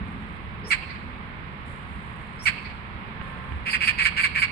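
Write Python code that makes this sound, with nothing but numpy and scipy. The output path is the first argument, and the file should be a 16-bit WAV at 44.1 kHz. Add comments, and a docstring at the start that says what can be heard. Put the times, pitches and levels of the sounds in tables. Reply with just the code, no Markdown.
"""A town rumbles and drones low, the drone louder at first, and something rustles faintly.
Then a magpie in a tree beside a building gives two single chaks and a chatter of five double notes.
A thin squeak leads into each chak and each clack: a wavering whistle, while the harsh notes are snaps
coloured by the throat. Close surfaces and walls throw the calls back.
A vehicle hoots far away and there are three light taps; all the noises are filtered chance."""
import sys
import numpy as np
from scipy import signal
from scipy.fft import rfft, irfft, next_fast_len
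from scipy.io import wavfile
from scipy.ndimage import uniform_filter1d

SR = 44100
rng = np.random.default_rng(int(sys.argv[2]) if len(sys.argv) > 2 else 0)


def wav_out(sig):
    """Save sig, one row per channel (or a flat mono array), as 16-bit PCM at SR to the path in sys.argv[1]."""
    wavfile.write(sys.argv[1], SR, np.round(np.clip(np.atleast_2d(sig).T, -1, 1) * 32767).astype(np.int16))


N = 199287   # length in samples
TIME = np.arange(N) / SR   # seconds
SIZE = next_fast_len(N + SR)   # room for a second of tail
HZ = np.maximum(np.arange(SIZE // 2 + 1) * SR / SIZE, 1)


def from_db(db):
    """Turn decibels into a gain."""
    return 10 ** (np.asarray(db) / 20)


def rms_one(x):
    """Scale a sound to an rms (average strength) of 1."""
    return x / np.sqrt(np.mean(x ** 2) + 1e-20)


def at_hz(points):
    """Read a table over pitch at every frequency of the spectrum."""
    hz, value = np.transpose(points)
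    return np.interp(np.log(HZ), np.log(hz), value)


def colour(x, points):
    """Filter with the given spectrum, so that nothing sounds before its cause (minimum phase)."""
    cepstrum = irfft(np.log(from_db(at_hz(points))), SIZE)
    # fold the backward half of the cepstrum onto the forward half
    cepstrum[1:SIZE // 2] *= 2
    cepstrum[SIZE // 2 + 1:] = 0
    response = np.exp(rfft(cepstrum))
    return irfft(rfft(x, SIZE) * response, SIZE)[..., :N]


def drift(rate):
    """Smooth chance of spread 1, changing about rate times a second."""
    smoothing = 1 / (1 + (HZ / rate) ** 2)
    return rms_one(irfft(rfft(rng.standard_normal(SIZE)) * smoothing, SIZE)[:N])


def resonance(x, hz, width_hz):
    """Ring at one pitch like a two-pole resonance, with gain 1 on top."""
    r = np.exp(-np.pi * width_hz / SR)
    feedback = [1, -2 * r * np.cos(2 * np.pi * hz / SR), r * r]
    return signal.lfilter(np.array([1, 0, -1]) * (1 - r * r) / 2, feedback, x)


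def noise_band(hz, width_hz):
    """Noise around one pitch, with steep flanks; rms 1."""
    noise = rng.standard_normal(N)
    return rms_one(resonance(resonance(noise, hz, width_hz), hz, width_hz))


def delayed(x, seconds):
    """The same sound, later."""
    return irfft(rfft(x, SIZE) * np.exp(-2j * np.pi * HZ * seconds), SIZE)[..., :N]


def panned(x, pan_db):
    """Make the left louder than the right by pan_db."""
    return x * from_db(np.array([[pan_db], [-pan_db]]) / 2)


def swell(phase, rise, fall):
    """Rounded rise and fall while phase runs 0-1; each flank takes the given share."""
    nearest_end = np.minimum(phase / rise, (1 - phase) / fall)
    return np.sin(np.pi / 2 * np.clip(nearest_end, 0, 1))


def magpie():
    """Harsh notes and squeaks from one bird, heard across the yard."""
    notes, squeals = phrases()
    return yard(harsh_notes(notes) + squeaks(squeals)) * from_db(-6.5)


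# Levels of the calls and squeaks are relative: all of them are turned down together above.
# The single chaks. Each row: start in seconds, level in dB, brightness in dB, gape of the bill 0-1.
SINGLE_CHAKS = [(0.702, -15.5, 0.5, 0.03), (2.453, -15, 0, 0.26)]
# The chatter; each call is a rasp and then a clack. Each row: start in seconds, wait for the clack
# in seconds, rasp level in dB, clack level in dB, brightness in dB, gape of the bill 0-1.
CHATTER_CALLS = [(3.653, .074, -24, -16.5, 1, .82), (3.8, 0.069, -21, -14.5, 3.5, .72),
                 (3.978, .068, -18, -13.5, 2, .1), (4.162, .069, -18.5, -14, 2, 0),
                 (4.344, .07, -19.5, -14.5, 0.5, 0.03)]
# The three kinds of harsh note: length in seconds, first and last snap rate in Hz (closed bill,
# before any roughness), roughness 0-1, treble boost at the start in dB (before brightness).
CHAK_NOTE = dict(length_s=.0365, first_hz=765, last_hz=443, roughness=.1, treble_db=4)
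RASP_NOTE = dict(length_s=.055, first_hz=660.4, last_hz=499.7, roughness=.7, treble_db=-1.5)
CLACK_NOTE = dict(length_s=.0285, first_hz=721.2, last_hz=448.4, roughness=.44, treble_db=-0.5)
# A rising squeak leads into a chak, an arched one bridges rasp and clack: first, middle and last
# pitch in Hz and whistle level in dB (closed bill), octave in dB relative to the whistle,
# and the level in dB of a short band of treble noise just before the note.
SQUEAK_UP = dict(first_hz=4900, middle_hz=5550, last_hz=6050, whistle_db=-42, octave_db=-16, hiss_db=-42)
SQUEAK_ARCH = dict(first_hz=4440, middle_hz=4670, last_hz=4480, whistle_db=-36, octave_db=-16, hiss_db=-39.5)


def phrases(lead_s=.066, wait_s=.035, overlap_s=0.0074):
    """Time the notes, and the squeaks that start before a chak or inside a rasp and run into the next note."""
    notes, squeals = [], []   # notes: start, level, brightness, gape, kind; squeaks: start, end, gape, kind
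    for start, level_db, brightness_db, gape in SINGLE_CHAKS:
        notes.append((start, level_db, brightness_db, gape, CHAK_NOTE))
        squeals.append((start - lead_s, start + overlap_s, gape, SQUEAK_UP))
    for start, wait, rasp_db, clack_db, brightness_db, gape in CHATTER_CALLS:
        clack_start = start + wait
        notes.append((start, rasp_db, brightness_db, gape, RASP_NOTE))
        notes.append((clack_start, clack_db, brightness_db, gape, CLACK_NOTE))
        squeals.append((start + wait_s, clack_start + overlap_s, gape, SQUEAK_ARCH))
    return notes, squeals


# A wide-open bill goes with a higher voice and a higher, louder squeak.
GAPE_PITCH_SHARE, GAPE_SQUEAK_SHARE, GAPE_SQUEAK_DB = .065, .04, 5


def harsh_notes(notes, jitter=.22, shimmer_db=5, rasp=1.0, bright_hz=3500, glide_curve=1.4, closing_db=6):
    """The syrinx snaps at a rate that falls ever faster; in rough notes the snaps are uneven and hiss."""
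    pitch = np.full(N, 500.)
    rough, bright_db, gape, envelope = np.zeros((4, N))
    for start, level_db, brightness_db, opening, kind in notes:
        phase = np.clip((TIME - start) / kind["length_s"], 0, 1)
        on = TIME >= start
        glide = kind["first_hz"] + (kind["last_hz"] - kind["first_hz"]) * phase[on] ** glide_curve
        pitch[on] = glide * (1 + GAPE_PITCH_SHARE * opening)
        rough[on], gape[on] = np.clip([kind["roughness"], opening], 0, 1)
        # each note dulls as the membrane slackens
        bright_db[on] = kind["treble_db"] + brightness_db - closing_db * phase[on]
        envelope += from_db(level_db) * swell(phase, rise=0.29, fall=0.23)
    cycles = np.cumsum(pitch * np.exp(jitter * rough * drift(400))) / SR
    # one snap per whole cycle, of uneven strength in rough notes
    snaps = np.diff(np.floor(cycles), prepend=0) * from_db(shimmer_db * rough * drift(580))
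    hiss = rng.standard_normal(N) * np.exp(-4 * (cycles % 1))   # a burst after each snap
    voice = throat(rms_one(snaps) + rasp * np.sqrt(rough) * rms_one(hiss), gape)
    voice /= np.sqrt(uniform_filter1d(voice ** 2, size=300) + 1e-9)   # steady air pressure evens the level
    treble = irfft(rfft(voice, SIZE) / (1 + (bright_hz / HZ) ** 8), SIZE)[:N]
    return (voice + (from_db(bright_db) - 1) * treble) * envelope


# How throat and bill colour the snaps. Each row: pitch in Hz (closed bill), level in dB.
THROAT_COLOUR = [(600, -41.5), (1080, -14), (1300, -16.5), (1650, -3), (2000, -5), (2300, 5), (2640, -4.5),
                 (2900, -13), (3650, -24.5), (4250, -16), (4800, -18.5), (5700, -29), (8300, -23.5),
                 (11500, -48)]


def throat(source, gape, open_shift=1.06):
    """A wide-open bill shortens the tube and lifts its resonances."""
    opened = [(hz * open_shift, db) for hz, db in THROAT_COLOUR]
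    return (1 - gape) * colour(source, THROAT_COLOUR) + gape * colour(source, opened)


def squeaks(squeals, waver=0.042, noise_hz=8500, noise_width_hz=4200, noise_s=0.045):
    """A wavering whistle and its octave; a short band of treble noise swells just before the note."""
    pitch = np.full(N, 5000.)
    whistle_gain, octave_gain, noise_gain = np.zeros((3, N))
    for start, end, gape, kind in squeals:
        phase = (TIME - start) / (end - start)
        on = TIME >= start
        glide = np.interp(phase[on], [0, .5, 1], [kind["first_hz"], kind["middle_hz"], kind["last_hz"]])
        pitch[on] = glide * (1 + GAPE_SQUEAK_SHARE * gape)
        whistle_db = kind["whistle_db"] + GAPE_SQUEAK_DB * gape
        # octave and treble noise share one short swell
        short_swell = swell(1 + (TIME - end) / noise_s, rise=0.76, fall=0.17)
        whistle_gain += from_db(whistle_db) * swell(phase, rise=0.33, fall=0.15)
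        octave_gain += from_db(whistle_db + kind["octave_db"]) * short_swell
        noise_gain += from_db(kind["hiss_db"]) * short_swell
    angle = 2 * np.pi * np.cumsum(pitch * (1 + waver * drift(1100))) / SR
    whistle = np.sqrt(2) * (whistle_gain * np.sin(angle) + octave_gain * np.sin(2 * angle))
    return whistle + noise_gain * noise_band(noise_hz, noise_width_hz)


def scatter(x, t60, build_s):
    """Countless small reflections build up and die by 60 dB in t60 seconds, different on each side."""
    t = TIME[:SR]
    response = rng.standard_normal((2, SR)) * from_db(-60 * t / t60) * (1 - np.exp(-t / build_s))
    return signal.fftconvolve(x[None], rms_one(response) / np.sqrt(SR), axes=1)[:, :N]


# Nearby surfaces, for the left and the right microphone.
# Each row: delay after the direct sound in milliseconds, level in dB relative to it.
CLOSE_LEFT = [(5.6, 2), (6.84, -22), (11.1, -3), (18.0, -6.5)]
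CLOSE_RIGHT = [(5.27, -1.5), (17.3, -4.5), (23.0, -8)]
# Far walls. Each row: delay in seconds, level in dB, centre in Hz and width in Hz of the band sent back.
FAR_WALLS = [(0.107, -7.5, 2710, 795), (0.186, -16.5, 1810, 1750), (.187, -5.5, 4350, 800),
             (0.234, -18, 2700, 3000)]
# What the yard gives back late. Each row: pitch in Hz, level in dB before the tail is turned down.
TAIL_COLOUR = [(1200, 5), (2500, 6.5), (3400, 8), (4400, 13.5), (5500, 0.5), (9000, 3), (12000, 3)]


def yard(x, twigs_db=-13, tail_db=-16):
    """Add close reflections, echoes from the walls and a long tail to the direct sound."""
    left = x + sum(from_db(db) * delayed(x, ms / 1000) for ms, db in CLOSE_LEFT)
    right = x + sum(from_db(db) * delayed(x, ms / 1000) for ms, db in CLOSE_RIGHT)
    direct = np.array([left, delayed(right, .00045)])   # the right side hears it slightly later
    twigs = scatter(x, t60=.15, build_s=.005)
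    # each wall returns mostly the band that the bill beams towards it
    echoes = np.zeros(N)
    for wait_s, db, hz, width_hz in FAR_WALLS:
        band = resonance(resonance(x, hz, width_hz), hz, width_hz)
        echoes += from_db(db) * delayed(band, wait_s)
    walls = scatter(echoes, t60=.04, build_s=.001)
    tail = scatter(colour(x, TAIL_COLOUR), t60=0.95, build_s=0.0033)
    return direct + from_db(twigs_db) * twigs + walls + from_db(tail_db) * tail


# The distant two-tone horn. Each row: pitch of a partial in Hz, relative level in dB.
HORN_TONES = [(528, -9), (883, -6), (1055, -1.5), (1324, -7.5), (1585, -8), (1760, -4)]


def far_horn(start_s=3.007, length_s=0.66, level_db=-45.5, wander=0.87):
    """One long hoot fades in and out; its partials waver on their way between the buildings."""
    partials = np.zeros(N)
    for hz, db in HORN_TONES:
        partials += from_db(db) * np.sin(2 * np.pi * hz * TIME + wander * drift(3.3))
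    return from_db(level_db) * partials * swell((TIME - start_s) / length_s, rise=.55, fall=0.51)


# Light taps. Each row: start in seconds, relative level in dB.
TAP_BLOWS = [(3.213, -24.5), (3.521, -30.5), (4.123, -27.5)]
# Colour of the taps. Each row: pitch in Hz, level in dB.
TAP_SPECTRUM = [(100, 15.5), (300, 5.5), (800, -3), (2000, -4.5), (3500, -15.5), (8000, -70)]
# Faint rustles. Each row: start in seconds, length in seconds, level in dB before the grain.
RUSTLE_TIMES = [(0.046, 0.47, -79), (1.651, 0.21, -69), (1.807, 1, -75), (3.206, 0.57, -78.5)]
# Colour of the rustle. Each row: pitch in Hz, relative level in dB per Hz.
RUSTLE_SPECTRUM = [(4000, -15), (7500, 7.5), (9200, 9), (12000, -9)]


def small_sounds(stir_db=-82.5, tap_t60=0.015, grain_db=3.5, tap_pan_db=-7):
    """Taps are dull, quickly dying noise; grainy rustles rise quickly and die slowly over a constant stir."""
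    blows = sum(from_db(db - 60 * np.abs(TIME - s) / tap_t60) * (TIME >= s) for s, db in TAP_BLOWS)
    taps = colour(3 * blows * rng.standard_normal(N), TAP_SPECTRUM)
    stir = from_db(stir_db)
    for start, length, db in RUSTLE_TIMES:
        stir = stir + from_db(db) * swell((TIME - start) / length, rise=0.13, fall=0.89)
    grain = from_db(grain_db * drift(220))
    return panned(taps, tap_pan_db) + stir * grain * diffuse(RUSTLE_SPECTRUM)


# How alike left and right are. Each row: pitch in Hz, likeness (1 same, 0 unrelated, below 0 opposed).
SIDE_LIKENESS = [(30, 0.98), (130, 0.75), (270, 0.84), (580, 0.64), (1200, -0.35), (2600, 0.02),
                 (12000, -0.12)]


def diffuse(points):
    """Stereo noise from all around: alike in the bass, nearly unrelated in the treble; middle rms 1."""
    mid, side = rfft(rng.standard_normal((2, SIZE)))
    alike = np.clip(at_hz(SIDE_LIKENESS), -.99, .99)
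    both = np.sqrt(1 + alike) * mid + np.sqrt(1 - alike) * side * [[1], [-1]]
    x = irfft(both * from_db(at_hz(points)), SIZE)[:, :N]
    return x / np.std(x.mean(axis=0))


# Colours of the town's rumble and traffic. Each row: pitch in Hz, relative level in dB per Hz.
RUMBLE_COLOUR = [(22, -18), (38, 2), (52, -0.5), (66, 2), (95, -1), (150, -2.5), (205, -4.5), (290, -19),
                 (500, -25), (900, -57.5)]
TRAFFIC_COLOUR = [(150, -9.5), (380, -1), (650, -4), (1080, 5), (1400, 0.5), (2200, -0.5), (2900, -9.5),
                  (4000, -17.5), (5200, -28.5), (8500, -76), (12000, -64)]
RUMBLE_DB, TRAFFIC_DB = -39, -45   # before the passing vehicle
# Rumble and tyre wash swell once as a vehicle goes by.
PASS_START_S, PASS_LENGTH_S, PASS_DB = 2.88, 1.25, 1.3
# The drone starts louder by the extra and eases off to its usual level, which varies by chance.
DRONE_HZ, DRONE_DB, DRONE_EXTRA_DB, DRONE_EASE_S = 194.3, -51, 11, 1.4
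HUM_HZ, HUM_DB = 68, -46.5   # middle of the waver and of the throb


def town(waver_hz=4, throb_db=2, drone_width_hz=80, drone_swing_db=2.5):
    """Low rumble with a noise-band drone, a wavering machine hum, and the wash of far tyres."""
    passing_db = PASS_DB * swell((TIME - PASS_START_S) / PASS_LENGTH_S, rise=0.18, fall=0.87)
    road = from_db(RUMBLE_DB) * diffuse(RUMBLE_COLOUR) + from_db(TRAFFIC_DB) * diffuse(TRAFFIC_COLOUR)
    extra_db = DRONE_EXTRA_DB * np.maximum(1 - TIME / DRONE_EASE_S, 0)
    drone_db = DRONE_DB + extra_db + drone_swing_db * drift(2.2)
    drone = from_db(drone_db) * noise_band(DRONE_HZ, drone_width_hz)
    hum = np.sqrt(2) * np.sin(2 * np.pi * np.cumsum(HUM_HZ + waver_hz * drift(8.1)) / SR)
    return from_db(passing_db) * road + drone + hum * from_db(HUM_DB + throb_db * drift(12))


# Brief swells in the rumble. Each row: start in seconds, length in seconds, pitch in Hz, level in dB.
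RUMBLE_SWELLS = [(-.02, 0.1, 59.7, -27.5), (0.626, 0.1, 410, -45.5), (3.488, 0.22, 68, -33)]


def low_swells(width_share=0.33):
    """Now and then the rumble swells softly around one pitch: a short band of noise."""
    total = np.zeros(N)
    for start, length, hz, db in RUMBLE_SWELLS:
        envelope = swell((TIME - start) / length, rise=0.24, fall=0.59)
        total += from_db(db) * noise_band(hz, width_share * hz) * envelope
    return total


def scene():
    """The bird over the sounds of the town."""
    return magpie() + far_horn() + small_sounds() + town() + low_swells()


# The two microphone ports differ. Each row: pitch in Hz, left minus right in dB.
PORT_BALANCE = [(190, 0), (630, -1.5), (1140, -5.5), (1500, -5), (2100, -8.5), (3500, -12), (4250, -7),
                (6700, 1.5), (8500, -4.5), (12000, -2.5)]


def record(dry, left_bass_hz=85, notch_hz=6250, notch_width_hz=1700, notch_depth=0.81, cutoff_hz=12000):
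    """The left port loses bass, both swallow a band in the treble; the top is cut."""
    left = signal.sosfilt(signal.butter(1, left_bass_hz, "high", fs=SR, output="sos"), dry[0])
    balance = from_db(at_hz(PORT_BALANCE) / 2 * [[1], [-1]])   # half the difference on each side
    x = irfft(rfft(np.array([left, dry[1]]), SIZE) * balance, SIZE)[:, :N]
    x = x - notch_depth * resonance(x, notch_hz, notch_width_hz)
    return signal.sosfilt(signal.ellip(10, .3, 80, cutoff_hz, fs=SR, output="sos"), x)


dry = scene()
out = record(dry)
wav_out(out)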